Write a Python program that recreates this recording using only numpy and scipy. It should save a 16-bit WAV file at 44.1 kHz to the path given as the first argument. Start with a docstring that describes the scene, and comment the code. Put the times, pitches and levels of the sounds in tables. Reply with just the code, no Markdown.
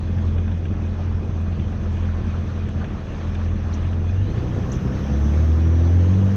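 """A personal watercraft, heard from inside a waterproof case on the rider's helmet.
At first the four-cylinder engine idles, booming and rumbling in the hull, while water washes and
bubbles along the sides. A loose fitting buzzes and ticks on the case, droplets hit it and small waves
slap the hull; later come a few short squeaks. After about four seconds the throttle opens: the
engine's tones climb through the pitches at which the hull rings, gears whine and the spray swells."""
import sys
import numpy as np
from scipy import signal
from scipy.fft import rfft, irfft, next_fast_len
from scipy.io import wavfile
from scipy.ndimage import uniform_filter1d, map_coordinates

SR = 44100
rng = np.random.default_rng(int(sys.argv[2]) if len(sys.argv) > 2 else 0)


def store_pcm(level_fs):
    """Save levels as 16-bit WAV."""
    pcm = np.round(np.clip(level_fs, -1, 1) * 32767).astype(np.int16)
    wavfile.write(sys.argv[1], SR, np.atleast_2d(pcm).T)


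N = 280476

# how hard the engine works: t/s, load/0-1
ENGINE_LOAD = [(0, 0), (4.1, 0.07), (4.4, 0.5), (4.7, 0.83), (5.0, 0.73), (5.4, 0.9), (5.8, 0.7),
               (6.36, 0.8)]
# how unevenly the cylinders burn, stumbling as the throttle opens, then clean: t/s, unevenness/0-1
UNEVEN_BURNING = [(0, .75), (4.2, .7), (4.35, .85), (4.95, .85), (5.12, .2), (6.36, .15)]
# hull panels boost sound near their own pitch: f/Hz, width/Hz, boost/dB
HULL_PANELS = [(126, 15, -3), (170, 23, 8), (230, 10, 1.5), (254, 6.4, 1.5), (321.8, 39, 10.5),
               (414.8, 42, 4), (501, 17, 5.5), (650, 43, 2.5)]
# the tones the loose fitting rings with: f/Hz, relative level/dB, time to fade by 60 dB/s
FITTING_TONES = [(1620, 0, .035), (2480, 2, .038), (2750, -1, .015), (3100, -4, .015), (3450, -2, .035),
                 (6000, -9, .02), (8000, -24, .015)]


def amp(db):
    """Turn decibels into a factor to multiply by."""
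    return 10 ** (np.asarray(db) / 20)


def unit(x):
    """Scale x to an average strength (rms) of 1."""
    return x / np.sqrt(np.mean(x ** 2) + 1e-20)


def over_time(points):
    """Join (time, value) points with straight lines, giving one value per sample."""
    times, values = np.transpose(points)
    return np.interp(np.arange(N) / SR, times, values)


def at_pitch(points, hz):
    """Read between (frequency, value) points, with every octave equally wide."""
    freqs, values = np.transpose(points)
    return np.interp(np.log(hz + 1), np.log(freqs + 1), values)


def boost_db(resonances, hz):
    """The decibels that ringing parts together add at each frequency."""
    return sum(db / (1 + (2 * (hz - centre) / width) ** 2) for centre, width, db in resonances)


def wobble(rate):
    """A smooth random curve that passes through `rate` new values a second."""
    steps = np.arange(0, N + 32, 32)
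    values = rng.standard_normal(int(N * rate / SR) + 4)
    return np.interp(np.arange(N), steps, map_coordinates(values, [steps * rate / SR]))


def filtered(x, gain):
    """Multiply each frequency in x by gain(frequency)."""
    size = next_fast_len(N + 8192)
    return irfft(rfft(x, size) * gain(np.fft.rfftfreq(size, 1 / SR)), size)[..., :N]


def patchy_noise(depth_db):
    """Hiss that is louder and softer in random patches of time and pitch."""
    spectrum = signal.stft(rng.standard_normal(N + 512), nperseg=512)[2]
    patches = uniform_filter1d(rng.standard_normal(spectrum.shape), size=8, axis=0)
    patches = uniform_filter1d(patches, size=6, axis=1)
    return signal.istft(spectrum * amp(depth_db * unit(patches)), nperseg=512)[1][:N]


def noise_puff(seconds, centre_hz, spread, fade_s, rise_s):
    """A puff of noise around one pitch that fades by 60 dB in fade_s."""
    t = np.arange(round(seconds * SR)) / SR
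    edges_hz = [centre_hz / spread, min(centre_hz * spread, SR * .45)]
    band = signal.butter(4, edges_hz, "band", fs=SR, output="sos")
    noise = unit(signal.sosfilt(band, rng.standard_normal(len(t))))
    return noise * amp(-60 * t / fade_s) * (1 - np.exp(-t / rise_s))


def add_at(track, start_s, sound):
    """Mix a sound into the track, cutting off what runs past the end."""
    place = track[round(start_s * SR):][:len(sound)]
    place += sound[:len(place)]


def random_hits(count, top_db):
    """Random (time, level) rows, each up to 8 dB below top_db."""
    chance = rng.random((count, 2))
    return np.c_[chance[:, 0] * N / SR, top_db - 8 * chance[:, 1]]


def crankshaft():
    """The engine's turning shaft: its turns a second, and its slightly unsteady angle in radians."""
    # shaft speed: t/s, f/Hz
    speeds = [(0.0, 42.4), (0.75, 43.1), (1.25, 43.2), (1.6, 41.8), (2.2, 41.9), (2.5, 42.6), (3.05, 41.1),
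              (3.5, 42.2), (3.8, 41.8), (4.1, 43.6), (4.25, 49.0), (4.4, 58.0), (4.52, 62.7), (4.8, 63.9),
              (5.1, 69.9), (5.3, 73.3), (5.4, 77.7), (5.6, 80.8), (5.9, 85.3), (6.2, 96.1), (6.36, 98.5)]
    crank_hz = over_time(speeds)
    return crank_hz, 2 * np.pi * np.cumsum(crank_hz * (1 + .003 * wobble(12))) / SR


def engine_boom(crank_hz, angle, load):
    """The hull booms at multiples of the shaft speed; uneven burning makes these tones waver."""
    # main tones: multiple of shaft speed, idle level/dB, full-load level/dB, waver/dB
    strong_tones = [(1, -21.5, -15, 3), (1.5, -33, -24, 4.5), (2, -23, -17.5, 2), (3, -33.5, -28, 6.5),
                    (4, -44, -32.5, 6), (5, -32.5, -48, 2)]
    # weaker tones: multiple of shaft speed, idle level/dB, full-load level/dB
    weak_tones = [(.5, -46, -41), (2.5, -48, -42.5), (3.5, -53, -50), (4.5, -51.5, -45.5),
                  (5.5, -59, -54.5), (6, -61.5, -57.5), (6.5, -53.5, -58), (7, -54.5, -59.5)]
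    # how well the hull passes on a low tone: f/Hz, gain/dB
    hull_response = [(43, -11), (63, -11), (68, -12), (71.5, -5), (77, -4), (88, 1), (97, 0.5),
                     (106, -12.5), (126, -6.5), (143, -16.5), (160, -17.5), (172, -15), (183, -8.5),
                     (194, -3), (211, -1), (228, -9), (250, -5), (275, -7), (300, -14), (335, -2),
                     (370, -16), (480, -18)]
    # how strongly the cylinders fire: t/s, relative level/dB
    firing_strength = [(0, -0.5), (.1, 0), (.45, 2), (.6, -3), (1.1, 0.5), (1.4, -1.5), (1.8, 0),
                       (2.2, 0.5), (2.45, -2.5), (2.8, -1.5), (3.05, -10.5), (3.3, -0.5), (3.58, 1),
                       (3.7, -2), (3.8, 0.5), (4.1, 1.5), (4.3, 1.5), (4.55, -2), (4.7, -7.5), (5.04, 0.5),
                       (5.18, 3.5), (6.0, 2), (6.36, -2)]
    firing_db, uneven = over_time(firing_strength), over_time(UNEVEN_BURNING)

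    def tone(multiple, idle_db, full_db, gain_db, waver_db):
        db = idle_db + load * (full_db - idle_db) + gain_db + waver_db * uneven * wobble(18)
        drift = 0.5 * (0.57 + 0.44 * uneven) * wobble(9)
        return 2 ** .5 * amp(db) * np.sin(multiple * angle + multiple ** 2 + drift)

    boom = np.zeros(N)
    for multiple, idle_db, full_db, waver_db in strong_tones:
        gain_db = firing_db + at_pitch(hull_response, multiple * crank_hz)
        boom += tone(multiple, idle_db, full_db, gain_db, waver_db)
    for multiple, idle_db, full_db in weak_tones:
        boom += tone(multiple, idle_db, full_db, boost_db(HULL_PANELS, multiple * crank_hz), waver_db=2)
    return boom


def engine_rumble(angle, load):
    """Uneven firings, two to each turn of the shaft, shake the hull with low pulsing noise."""
    # the rumble's tone colour: f/Hz, relative level/dB
    colour = [(13, -41), (22, -10.5), (64, -2.5), (90, 0.5), (109, 2), (135, -2), (209, -3), (260, -11.5),
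              (313, -9.5), (900, -29), (1170, -65.5), (1980, -120)]
    puffs = patchy_noise(depth_db=1.15) * (1 + 0.26 * np.cos(2 * angle))

    def hull_gain(hz, panel_weight):
        return amp(at_pitch(colour, hz) + panel_weight * boost_db(HULL_PANELS, hz))

    rumble = unit(filtered(puffs, lambda hz: hull_gain(hz, 0.17)))
    ringing = unit(filtered(puffs, lambda hz: hull_gain(hz, 9.8) * (hz > 380)))
    rumble += 0.1 * load * ringing  # hard firings set the higher-pitched panels ringing
    evenness = 1 - over_time(UNEVEN_BURNING)
    rumble -= .4 * evenness * filtered(rumble, lambda hz: hz < 450)  # even burning thins the bass
    return amp(-29 + 5 * load + wobble(8)) * rumble


def bubbles(count, centre_hz, cycles, spread_db):
    """Bubbles ring at random times, each rising in pitch as it dies away."""
    when, pitch = rng.random(count), rng.standard_normal(count)
    strength = amp(spread_db * np.minimum(rng.exponential(size=count), 3))[:, None]
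    hz = np.clip(centre_hz * np.exp(.6 * pitch), 700, 9000)[:, None]
    t = np.arange(500) / SR
    envelope = np.exp(-hz * t / cycles) * (1 - np.exp(-hz * t))
    rings = strength * envelope * np.sin(2 * np.pi * hz * t * (1 + 0.011 * hz * t))
    places = (when * N).astype(int)[:, None] + np.arange(500)
    return unit(np.bincount(places.ravel(), rings.ravel(), N + 500)[:N])  # adds them all up


def water_wash():
    """Water sloshes along the hull with small bubbles in it."""
    # strength of the wash: t/s, level/dB
    wash_levels = [(0, -46), (.5, -47.5), (1.1, -46.5), (1.35, -48.5), (2.3, -44.5), (2.75, -46.5),
                   (3.3, -43.5), (3.55, -46.5), (3.75, -44.5), (4.18, -46), (4.4, -43.5), (5.4, -43.5),
                   (5.7, -44), (6.36, -44)]
    slosh = amp(0.65 * wobble(9.6) + 0.21 * wobble(22))
    rush = patchy_noise(depth_db=1.95)
    fizz = 0.15 * bubbles(count=4000, centre_hz=2192, cycles=2.5, spread_db=1)
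    return amp(over_time(wash_levels)) * slosh * (rush + fizz)


def spray_and_intake(load):
    """Spray and the intake hiss, faintly at idle and louder as the engine works harder."""
    hiss = amp(.7 * wobble(9.3) + 0.59 * wobble(34)) * patchy_noise(depth_db=1.0)
    spray = filtered(hiss, lambda hz: 1 / (1 + (9000 / (hz + 1)) ** 6))
    intake = filtered(hiss, lambda hz: 1 / (1 + ((hz - 5800) / 900) ** 4))
    return amp(-50 + 20.4 * load) * spray + amp(-57.5 + 16 * load) * intake


def fitting_buzz(load, level_db):
    """The idling engine shakes the loose fitting in fits; its longest-ringing tones build up most."""
    def ring_gain(hz):
        return sum(amp(db) * fade_s ** 2 / (1 + ((hz - tone_hz) * fade_s / 2) ** 2)
                   for tone_hz, db, fade_s in FITTING_TONES)

    chatter = amp(3.5 * wobble(20) - 6 * load) * rng.standard_normal(N)
    return amp(level_db) * unit(filtered(chatter, ring_gain))


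def fitting_ticks(faint_count, faint_db):
    """The loose fitting knocks on the case: a crack and a short ring, never quite the same twice."""
    # the firm knocks: t/s, relative level/dB
    firm_ticks = [(0.184, -32), (0.381, -29), (0.478, -31), (0.5154, -33), (0.654, -29), (1.5958, -31.5),
                  (1.726, -37), (1.97, -30), (2.687, -31), (2.8428, -26), (3.1583, -33.5), (3.3513, -28.5),
                  (3.9297, -29), (4.143, -36), (4.376, -29.5), (5.138, -33)]
    # the third number turns down the ringing above 2000 Hz, in dB
    ticks = [(start, db, -7.5) for start, db in firm_ticks]
    ticks += [(start, db, -3.5) for start, db in random_hits(faint_count, faint_db)]
    out, t = np.zeros(N), np.arange(round(SR / 16)) / SR
    noise = unit(filtered(rng.standard_normal(N), lambda hz: (hz > 1400) & (hz < 3700)))
    noise = np.pad(noise, (0, SR))
    attack = 1 - np.exp(-t / 0.00037)
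    for start, db, treble_db in ticks:
        ring = np.zeros(len(t))
        for hz, tone_db, fade_s in FITTING_TONES:
            envelope = amp(tone_db + (hz > 2000) * treble_db + rng.normal(0, 0.67) - 60 * t / fade_s)
            ring += envelope * np.sin(2 * np.pi * hz * (1 + rng.normal(0, 0.017)) * t)
        crack = 0.5 * noise[round(start * SR):][:len(t)] * amp(-60 * t / 0.047)
        add_at(out, start, amp(db - 8.5) * (ring + crack) * attack)
    return out


def droplets(faint_count, faint_db):
    """Droplets hit the case with tiny bright clicks; faint ones fall at random."""
    # the main droplets: t/s, relative level/dB
    main_drops = [(1.4124, -43), (1.927, -44), (2.6896, -39), (3.1754, -51), (3.3463, -44), (3.4954, -53.5),
                  (4.3024, -51)]
    out = np.zeros(N)
    for start, db in [*main_drops, *random_hits(faint_count, faint_db)]:
        click = noise_puff(.03, centre_hz=6300, spread=1.32, fade_s=.018, rise_s=.0008)
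        add_at(out, start, amp(db - 10) * click)
    return out


def wave_slaps():
    """Small waves slap the hull, each gurgling around its own pitch."""
    # the slaps: t/s, relative level/dB, centre f/Hz
    slaps = [(0.985, -26, 646), (1.1, -29, 832), (1.171, -36, 1180), (1.458, -29.5, 1220),
             (1.505, -37, 614), (2.081, -31, 1330), (2.338, -28, 1200), (2.805, -25.5, 1220),
             (2.829, -26.5, 624), (2.934, -32, 1060), (3.228, -30, 724), (4.559, -26, 635),
             (5.089, -28, 670), (5.879, -28, 600)]
    out = np.zeros(N)
    for start, db, hz in slaps:
        add_at(out, start, amp(db - 5) * noise_puff(.2, hz, spread=1.35, fade_s=0.11, rise_s=.008))
    return out


def squeaks():
    """Brief sliding whistles close by, each trailed by a spit of noise."""
    # the whistles: t/s, length/s, start f/Hz, end f/Hz, relative level/dB
    whistles = [(3.725, 0.023, 3400, 4700, -44.5), (3.735, 0.0093, 5720, 6300, -37.5),
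                (4.716, 0.0072, 6080, 6000, -35.5), (4.721, 0.019, 6150, 7660, -45),
                (4.735, .012, 5400, 5140, -48), (4.75, 0.011, 6080, 5970, -41.5)]
    out = np.zeros(N)
    for start, length, start_hz, end_hz, db in whistles:
        samples = round(length * SR)
        cycles = np.cumsum(np.linspace(start_hz, end_hz, samples)) / SR
        add_at(out, start, amp(db - 3.5) * np.hanning(samples) * np.sin(2 * np.pi * cycles))
        spit = noise_puff(.1, (start_hz + end_hz) / 2, spread=1.1, fade_s=0.097, rise_s=0.0019)
        add_at(out, start, amp(db - 5) * spit)
    return out


def gear_whine(angle):
    """Gears sing at high multiples of the shaft speed, each tone swelling and fading in its own time."""
    # gear tones: multiple of shaft speed, start t/s, end t/s, relative level/dB
    gear_tones = [(60, 4.12, 4.47, -69), (80, 4.22, 4.42, -67), (80, 4.75, 5.6, -64), (86, 4.8, 5.6, -66),
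                  (70, 5.1, 6.7, -65), (110, 5.2, 5.6, -64), (140, 5.85, 6.5, -59), (160, 5.2, 5.5, -58)]
    whine, t = np.zeros(N), np.arange(N) / SR
    for multiple, start, end, db in gear_tones:
        progress = np.clip((t - start) / (end - start), 0, 1)
        swell = np.sin(np.pi * progress) ** 0.32
        whine += swell * amp(db + 2.2 * wobble(35)) * np.sin(multiple * angle + 1.9 * wobble(120))
    return whine


def block_buzz(angle, load):
    """Working hard, the engine's metal block buzzes at many multiples of the shaft speed."""
    buzz = np.zeros(N)
    for multiple in range(8, 30):
        strength = load ** 2 * amp(-78 + 2.5 * wobble(9))
        buzz += strength * np.sin(multiple * angle + multiple ** 2 + 1.3 * wobble(30))
    return buzz


def through_case(sound):
    """The sealed case dulls sound that comes through the air, and the air pockets inside it ring."""
    # what the case wall lets through: f/Hz, relative gain/dB
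    wall = [(290, -16.5), (500, 0.5), (900, -8), (1650, -8.5), (2260, -12.5), (3430, -14), (4840, -23.5),
            (6100, -22), (6500, -25), (7140, -36), (8270, -40), (9320, -49.5), (10900, -60.5),
            (12000, -46.5), (12600, -45), (15500, -52.5)]
    # ringing air pockets: f/Hz, width/Hz, boost/dB
    air_pockets = [(1107, 540, 5.5), (1760, 100, 3), (2460, 17, 1.5), (3550, 150, -4), (6160, 410, 3)]

    def gain(hz):
        return amp(at_pitch(wall, hz) + boost_db(air_pockets, hz))

    average_gain = np.sqrt(np.mean(gain(np.linspace(0, SR / 2, 4000)) ** 2))
    return filtered(sound, gain) / average_gain


def scene():
    """Boom, knocks and squeaks arrive through solid parts; water and whine cross the air and the case."""
    load = over_time(ENGINE_LOAD)
    crank_hz, angle = crankshaft()
    solid = engine_boom(crank_hz, angle, load) + engine_rumble(angle, load)
    whine = gear_whine(angle) + block_buzz(angle, load)
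    solid += wave_slaps() + squeaks() + droplets(faint_count=50, faint_db=-50.5)
    solid += fitting_ticks(faint_count=260, faint_db=-42.5) + fitting_buzz(load, level_db=-60.5)
    airborne = water_wash() + spray_and_intake(load) + amp(12) * whine
    return (solid + amp(1) * through_case(airborne))[None]


def record(dry):
    """Cut away the very highest treble."""
    return filtered(dry, lambda hz: hz < 15650)


dry = scene()
out = record(dry)
store_pcm(out)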